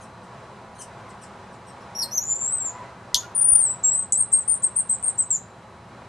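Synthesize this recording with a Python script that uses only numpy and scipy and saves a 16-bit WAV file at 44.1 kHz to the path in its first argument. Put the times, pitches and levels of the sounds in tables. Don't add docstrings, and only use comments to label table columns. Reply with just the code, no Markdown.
import sys
import numpy as np
from scipy import signal
from scipy.fft import rfft, irfft
from scipy.io import wavfile
from scipy.ndimage import uniform_filter1d

SR = 44100
rng = np.random.default_rng(int(sys.argv[2]) if len(sys.argv) > 2 else 0)


def digitize_waveform(pressure):
    field = np.atleast_2d(pressure).T
    bounded = np.clip(field, -1, 1)
    quanta = np.round(bounded * 32767).astype(np.int16)
    wavfile.write(sys.argv[1], SR, quanta)


N = 268480
T = np.arange(N) / SR
FREQS = np.arange(N // 2 + 1) * SR / N
LEFT_RIGHT = np.array([[1], [-1]])
TREMBLE_HZ = 10


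def undb(db):
    return 10 ** (np.asarray(db) / 20)


def unit(x):
    return x / np.sqrt(np.mean(x ** 2))


def curve(rows, column=1):
    rows = np.array(rows, float)
    return np.interp(T, rows[:, 0], rows[:, column])


def colour(points):
    hz, db = np.transpose(points)
    return undb(np.interp(np.log(FREQS + 1), np.log(hz + 1), db))


def shaped(x, gain):
    return irfft(rfft(x) * gain, N)


def noise(gain):
    return unit(shaped(rng.standard_normal(N), gain))


def band(hz, width_hz):
    return np.exp(-2 * ((FREQS - hz) / width_hz) ** 2)


def hiss():
    return undb(-75) * noise(band(9000, 3400))


def background():
    # pitch_hz, relative_density_db
    air = [(20, -21), (50, -14.5), (85, -4.5), (170, 0), (270, -9.5), (550, -6.5), (980, -5), (1400, -11.5),
           (2000, -18), (3000, -25), (6500, -33), (8800, -36.5), (12000, -63.5), (13000, -59)]
    # pitch_hz, side_minus_mid_db
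    air_side = [(30, -24), (60, -33), (110, -29), (220, -36.5), (360, -30.5), (660, -18), (1200, -11.5),
                (2200, -13.5), (4000, -9), (7500, -5.5), (13000, 9)]
    # time_s, level_db
    air_swell = [(0, -45), (2.64, -46), (2.84, -42.5), (2.96, -44.5), (3.2, -45), (4.7, -48.5), (6.08, -47)]
    # pitch_hz, width_hz, level_db
    drone_bands = [(127, 38, -55), (3995, 220, -71)]

    spectrum = colour(air)
    mid = shaped(rng.standard_normal(N), spectrum)
    side = shaped(rng.standard_normal(N), spectrum * colour(air_side))
    middle = (FREQS > 400) & (FREQS < 2000)
    rush = (mid + side * LEFT_RIGHT) / np.std(shaped(mid, middle))
    rumble = shaped(rush, 1 / (1 + (FREQS / 350) ** 4))
    waver_db = 0.93 * noise(band(0, 4.4))
    swell_db = curve(air_swell) + waver_db
    drones = sum(undb(db) * noise(band(hz, width_hz)) for hz, width_hz, db in drone_bands)
    return undb(-46.5) * rumble + undb(swell_db) * (rush - rumble) + drones


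def far_calls(width_hz=70, octave_db=-16):
    # middle_s, length_s, pitch_hz, level_db
    distant_calls = [(1.095, 0.064, 1040, -45.5), (2.05, 0.089, 923, -47), (2.81, 0.16, 1000, -44.5),
                     (3.166, 0.095, 990, -45.5), (3.247, 0.033, 1428, -45)]
    out = np.zeros(N)
    for middle_s, length_s, hz, db in distant_calls:
        tone = noise(band(hz, width_hz) + undb(octave_db) * band(2 * hz, 2 * width_hz))
        out += undb(db) * np.exp(-2 * ((T - middle_s) / length_s) ** 2) * tone
    return out


def bumps(width_s=0.0047, left_db=-7):
    # middle_s, right_level_db
    bump_times = [(3.15, -36), (3.531, -31), (4.345, -50), (4.5, -45)]
    out = np.zeros(N)
    for middle_s, db in bump_times:
        u = (T - middle_s) / width_s
        out += undb(db) * (1 - u ** 2) * np.exp(-u ** 2 / 2)
    return out * undb([[left_db], [0]])


def chirps():
    # start_s, length_s, pitch_hz, final_fall_share, level_before_throat_db, flutter_share
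    soft_chirps = [(.005, 0.044, 3160, 0.23, -35.5, 0.045), (.228, 0.025, 2870, 0.2, -47, 0.027),
                   (0.748, 0.03, 3070, 0.056, -40, 0.045), (0.782, 0.01, 4200, 0.02, -32, 0.015),
                   (0.789, 0.038, 3075, 0.27, -24, 0.027), (0.811, 0.021, 3050, 0.092, -24, 0.022),
                   (1.087, 0.029, 2850, 0.69, -39.5, 0.035), (1.213, 0.038, 2840, 0.4, -33, 0.025),
                   (1.52, 0.034, 2830, 0.36, -45, 0.033), (1.665, 0.046, 2766, 0.017, -36.5, 0.019),
                   (1.803, 0.025, 5300, .02, -40, .015)]
    # pitch_hz, gain_db
    throat = [(3000, -30), (4500, -20), (6100, -21.5), (7300, -12), (9000, -16.5), (10500, -25),
              (12500, -46)]
    throat_hz, throat_db = np.transpose(throat)
    flutter = noise(band(350, 1000))
    out = np.zeros(N)
    for start_s, length_s, hz, fall, db, rough in soft_chirps:
        on = (T > start_s) & (T < start_s + length_s)
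        u = (T[on] - start_s) / length_s
        glide = 1 + 0.068 * (1 - u) ** 3 - fall * u ** 3
        pitch_hz = hz * (1 + rough * flutter[on]) * glide
        phase = 2 * np.pi * np.cumsum(pitch_hz) / SR
        tone = 0
        for k in range(1, 5):
            tone = tone + undb(np.interp(k * pitch_hz, throat_hz, throat_db)) * np.sin(k * phase)
        out[on] += undb(db) * np.sqrt(np.abs(np.sin(np.pi * u))) * tone
    return out


def quiver(rate_hz=132, drift=0.115, jitter=0.35):
    moving_rate_hz = rate_hz * (1 + drift * noise(band(0, 41.2)))
    shake = np.sqrt(2) * np.sin(2 * np.pi * np.cumsum(moving_rate_hz) / SR)
    return shake + jitter * noise(band(353.4, 640))


def whistle(hz, level_db, overtone_db, rasp, fall_db_per_khz=7.5):
    swell = uniform_filter1d(undb(level_db), size=16)
    on = swell > 1e-6
    phase = 2 * np.pi * np.cumsum(hz[on]) / SR
    khz_above = np.clip((hz[on] - 4200) / 1000, 0, 5)
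    rich = undb(overtone_db - fall_db_per_khz * khz_above)
    out = np.zeros(N)
    out[on] = np.sin(phase) + rich * (np.sin(2 * phase) + rasp[on]) + rich ** 2 * np.sin(3 * phase)
    return swell * out


def edges(start_s, end_s, rise_s, scoop_power=1.5):
    scoop_hz_per_s, attack_db = 100000, 27.5
    drop_hz, drop_s, release_db, release_s = 1650, 0.0052, 20, 0.0086
    close_s = 0.0022
    to_rise = np.clip((start_s + rise_s - T) / rise_s, 0, 1)
    to_end_s = np.maximum(end_s - T, 0)
    scoop_hz = scoop_hz_per_s * rise_s * to_rise ** scoop_power
    bend_hz = -scoop_hz - drop_hz * np.exp(-to_end_s / drop_s)
    closing_db = 20 * np.log10(np.clip(to_end_s / close_s, 1e-6, 1))
    db = -attack_db * to_rise - release_db * np.exp(-to_end_s / release_s) + closing_db
    return bend_hz, np.where((T > start_s) & (T < end_s), db, -np.inf)


def long_note(rows, level_db, tremble_hz, overtone_db, rasp):
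    rise_s, finish_s = 0.0009, 0.012
    _, edge_db = edges(rows[0][0] - rise_s, rows[-1][0] + finish_s, rise_s)
    return whistle(curve(rows) + tremble_hz, level_db + edge_db, overtone_db, rasp)


def squeal(shake, rasp):
    # time_s, pitch_hz, level_before_trim_db
    opening_points = [(1.951, 5570, -32.5), (1.972, 5650, -26), (1.984, 5740, -33), (1.992, 5660, -18.5),
                      (2.004, 5420, -28), (2.019, 5620, -19), (2.03, 4270, -20.5), (2.044, 4215, -28),
                      (2.06, 4230, -42)]
    # time_s, pitch_hz, level_before_trim_db
    climb_points = [(2.112, 5500, -37), (2.13, 5910, -27), (2.146, 6160, -24), (2.173, 6490, -24),
                    (2.181, 5820, -10.5), (2.194, 6100, -43), (2.215, 6620, -27), (2.262, 7065, -31.5),
                    (2.31, 7112, -22), (2.36, 7176, -21.5), (2.4, 7200, -27.5), (2.44, 7305, -20.5),
                    (2.49, 7640, -23), (2.519, 7900, -26), (2.527, 8170, -18.5), (2.545, 8234, -22),
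                    (2.58, 8040, -25), (2.596, 7970, -32), (2.605, 7476, -21.5), (2.638, 7430, -30),
                    (2.66, 7380, -20), (2.71, 6760, -34)]
    # time_s, strain_0_to_1
    strain_points = [(2.1, .15), (2.2, 0.5), (2.27, 0.8), (2.32, 0.54), (2.38, 0.7), (2.44, 1), (2.48, .6),
                     (2.52, 0), (2.7, 0.4)]
    opening_trim_db, climb_trim_db = -2, -1
    strain_hz, throb_db = 35, 4.5
    grit_hz, grit_db = 35, 1.2

    strain = curve(strain_points)
    low = np.clip((7000 - curve(climb_points)) / 1000, 0, 1)
    tremble_hz = shake * (TREMBLE_HZ + strain_hz * strain) + grit_hz * low * noise(band(300, 700))
    rough_db = throb_db * strain * (shake - .5) + grit_db * low * noise(band(180, 420))
    opening_db = curve(opening_points, column=2) + opening_trim_db + rough_db
    climb_db = curve(climb_points, column=2) + climb_trim_db + rough_db
    opening = long_note(opening_points, opening_db, tremble_hz, overtone_db=-4.5, rasp=undb(-14) * rasp)
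    climb = long_note(climb_points, climb_db, tremble_hz, overtone_db=-1.5, rasp=undb(-49) * rasp)
    return opening + climb


def chips(rasp):
    # loudest_s, rise_s, fade_s, plunge_s, top_hz, bottom_hz, level_db, overtones_db (at 4200 Hz and below)
    chip_plunges = [(3.145, 0.0004, 0.0011, 0.00045, 8830, 3440, -4, -10),
                    (3.1472, 0.00074, 0.0016, 0.00081, 4740, 2880, -7.5, -16),
                    (3.3532, 0.0011, 0.0015, 0.00076, 9700, 9500, -24, -43),
                    (4.1241, 0.0011, 0.00035, 0.0007, 10230, 4620, -6.5, -45),
                    (4.1241, 0.00028, .0006, 0.00084, 6680, 5970, -36, -41),
                    (4.479, 0.0014, 0.0017, 0.0012, 9700, 8200, -22, -45),
                    (5.028, .001, .002, .001, 9100, 8150, -24, -45),
                    (5.306, 0.00087, .002, 0.0016, 8910, 7350, -14, -38.5)]
    out = np.zeros(N)
    for loudest_s, rise_s, fade_s, plunge_s, top_hz, bottom_hz, db, overtone_db in chip_plunges:
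        age_s = T - loudest_s
        hz = bottom_hz + (top_hz - bottom_hz) * (1 - np.tanh(age_s / plunge_s / 2)) / 2
        flare_db = -20 / np.log(10) * (age_s / np.where(age_s < 0, rise_s, fade_s)) ** 2
        out += whistle(hz, db + flare_db, overtone_db, rasp, fall_db_per_khz=4)
    return out


def squeaks(shake, rasp, overtone_db=-8):
    # time_s, pitch_hz
    lead_pitch = [(3.35, 9141), (3.382, 9399.5), (3.414, 9224.5), (3.49, 9504), (3.598, 9054.5),
                  (3.615, 8724.5), (3.652, 8305.5), (3.673, 7681), (3.698, 7747), (3.704, 8061.5),
                  (3.724, 8034), (3.74, 7705)]
    # time_s, level_before_trim_db
    lead_level = [(3.352, -24.5), (3.358, -22), (3.55, -13), (3.582, -17), (3.598, -17), (3.675, -22),
                  (3.685, -30.5), (3.702, -21), (3.732, -32.5), (3.74, -29)]
    # start_s, length_s, rise_s, start_hz, third_hz,
    # two_thirds_hz, end_hz, level_db, fade_over_note_db, jump_place_share, jump_hz
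    short_squeaks = [(3.142, 0.068, .022, 5290, 6150, 6780, 7070, -19.5, 12, 0, -0.5),
                     (3.831, 0.21, 0.0084, 7640, 7625, 7990, 8100, -16, 7.5, .5, 125),
                     (4.123, 0.055, 0.0025, 8140, 7770, 8140, 8750, -13.5, 8.5, 0, 1.5),
                     (4.162, 0.079, .014, 8580, 8645, 8550, 8610, -17, 0, 0, 0),
                     (4.317, 0.11, .013, 8423, 8470, 8326, 7960, -10, 18, 0, -2.5),
                     (4.476, 0.082, 0.0069, 8730, 8950, 8890, 8470, -16, 2, 0, -3),
                     (4.622, 0.059, 0.017, 8760, 8475, 8410, 8470, -11.5, 10, 0, 4),
                     (4.755, 0.061, 0.012, 8580, 8860, 8780, 8740, -12.5, 6.5, 0.49, -170),
                     (4.889, 0.062, 0.0081, 7800, 8290, 8180, 8560, -15, 3, 0.76, -270),
                     (5.024, 0.081, 0.014, 8470, 8640, 8590, 8390, -22, -6, 0, 1.5),
                     (5.177, 0.057, .014, 8460, 8175, 8250, 7960, -10.5, 12.5, 0.58, -280),
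                     (5.304, 0.069, 0.0029, 7590, 7400, 7090, 7030, -16, 6, 0, 2)]
    lead_trim_db, jump_s = 1.5, 0.0015
    tremble_hz = TREMBLE_HZ * shake
    out = long_note(lead_pitch, curve(lead_level) + lead_trim_db, tremble_hz, overtone_db, rasp)
    for start_s, length_s, rise_s, *pitches_hz, db, fade_db, jump_at, jump_hz in short_squeaks:
        progress = np.clip((T - start_s) / length_s, 0, 1)
        cubic = np.polyfit(np.linspace(0, 1, 4), pitches_hz, 3)
        arch_hz = np.polyval(cubic, progress)
        step_hz = jump_hz * (1 + np.tanh((progress - jump_at) * length_s / jump_s)) / 2
        bend_hz, edge_db = edges(start_s, start_s + length_s, rise_s)
        hz = arch_hz + step_hz + bend_hz + tremble_hz
        out += whistle(hz, db - fade_db * progress + edge_db, overtone_db, rasp)
    return out


def scatter(x, db, t60, onset_s, per_s):
    fade = np.exp(-np.log(1000) * T / t60) * np.clip(T / onset_s - 1, 0, 1)
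    mid, side = rng.standard_normal((2, N)) * fade * (rng.random(N) < per_s / SR)
    response = mid + 0.43 * side * LEFT_RIGHT
    return undb(db) * shaped(x, rfft(response) / np.sqrt(np.sum(mid ** 2)))


def surroundings(voice):
    # pitch_hz, left_minus_right_db
    lean_points = [(3000, -0.5), (5600, 2.5), (7000, 2), (7700, 3), (8400, 4.5), (8650, 3), (8950, 12),
                   (9300, 6.5), (9500, 9), (12000, 3.5)]
    lean = colour(lean_points)
    lag = np.exp(-2j * np.pi * FREQS * 1.2e-5)
    ears = np.array([lean * lag, np.ones(len(lean))]) * 2 / (1 + lean)
    direct = shaped(voice, ears)
    trunk = scatter(voice, db=-7.5, t60=0.1, onset_s=0.0031, per_s=1800)
    foliage = scatter(voice, db=-22.5, t60=0.32, onset_s=0.019, per_s=560)
    return direct + trunk + foliage


def scene():
    shake, rasp = quiver(), noise(band(10800, 3800))
    soft = chirps()
    voice = soft + squeal(shake, rasp) + chips(rasp) + squeaks(shake, undb(-44) * rasp)
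    diffuse = scatter(soft, db=-8.5, t60=0.18, onset_s=0.0046, per_s=4000)
    return surroundings(voice) + diffuse + background() + far_calls() + bumps() + hiss()


def record(dry):
    motor_hz, top_hz = 149.85, 13200
    turn = np.exp(-2j * np.pi * FREQS / motor_hz)
    combed = shaped(dry, (1 - .87 * turn) / (1 - .47 * turn))
    low_pass = signal.ellip(10, .2, 80, top_hz, fs=SR, output="sos")
    return signal.sosfilt(low_pass, combed)


dry = scene()
out = record(dry)
digitize_waveform(out)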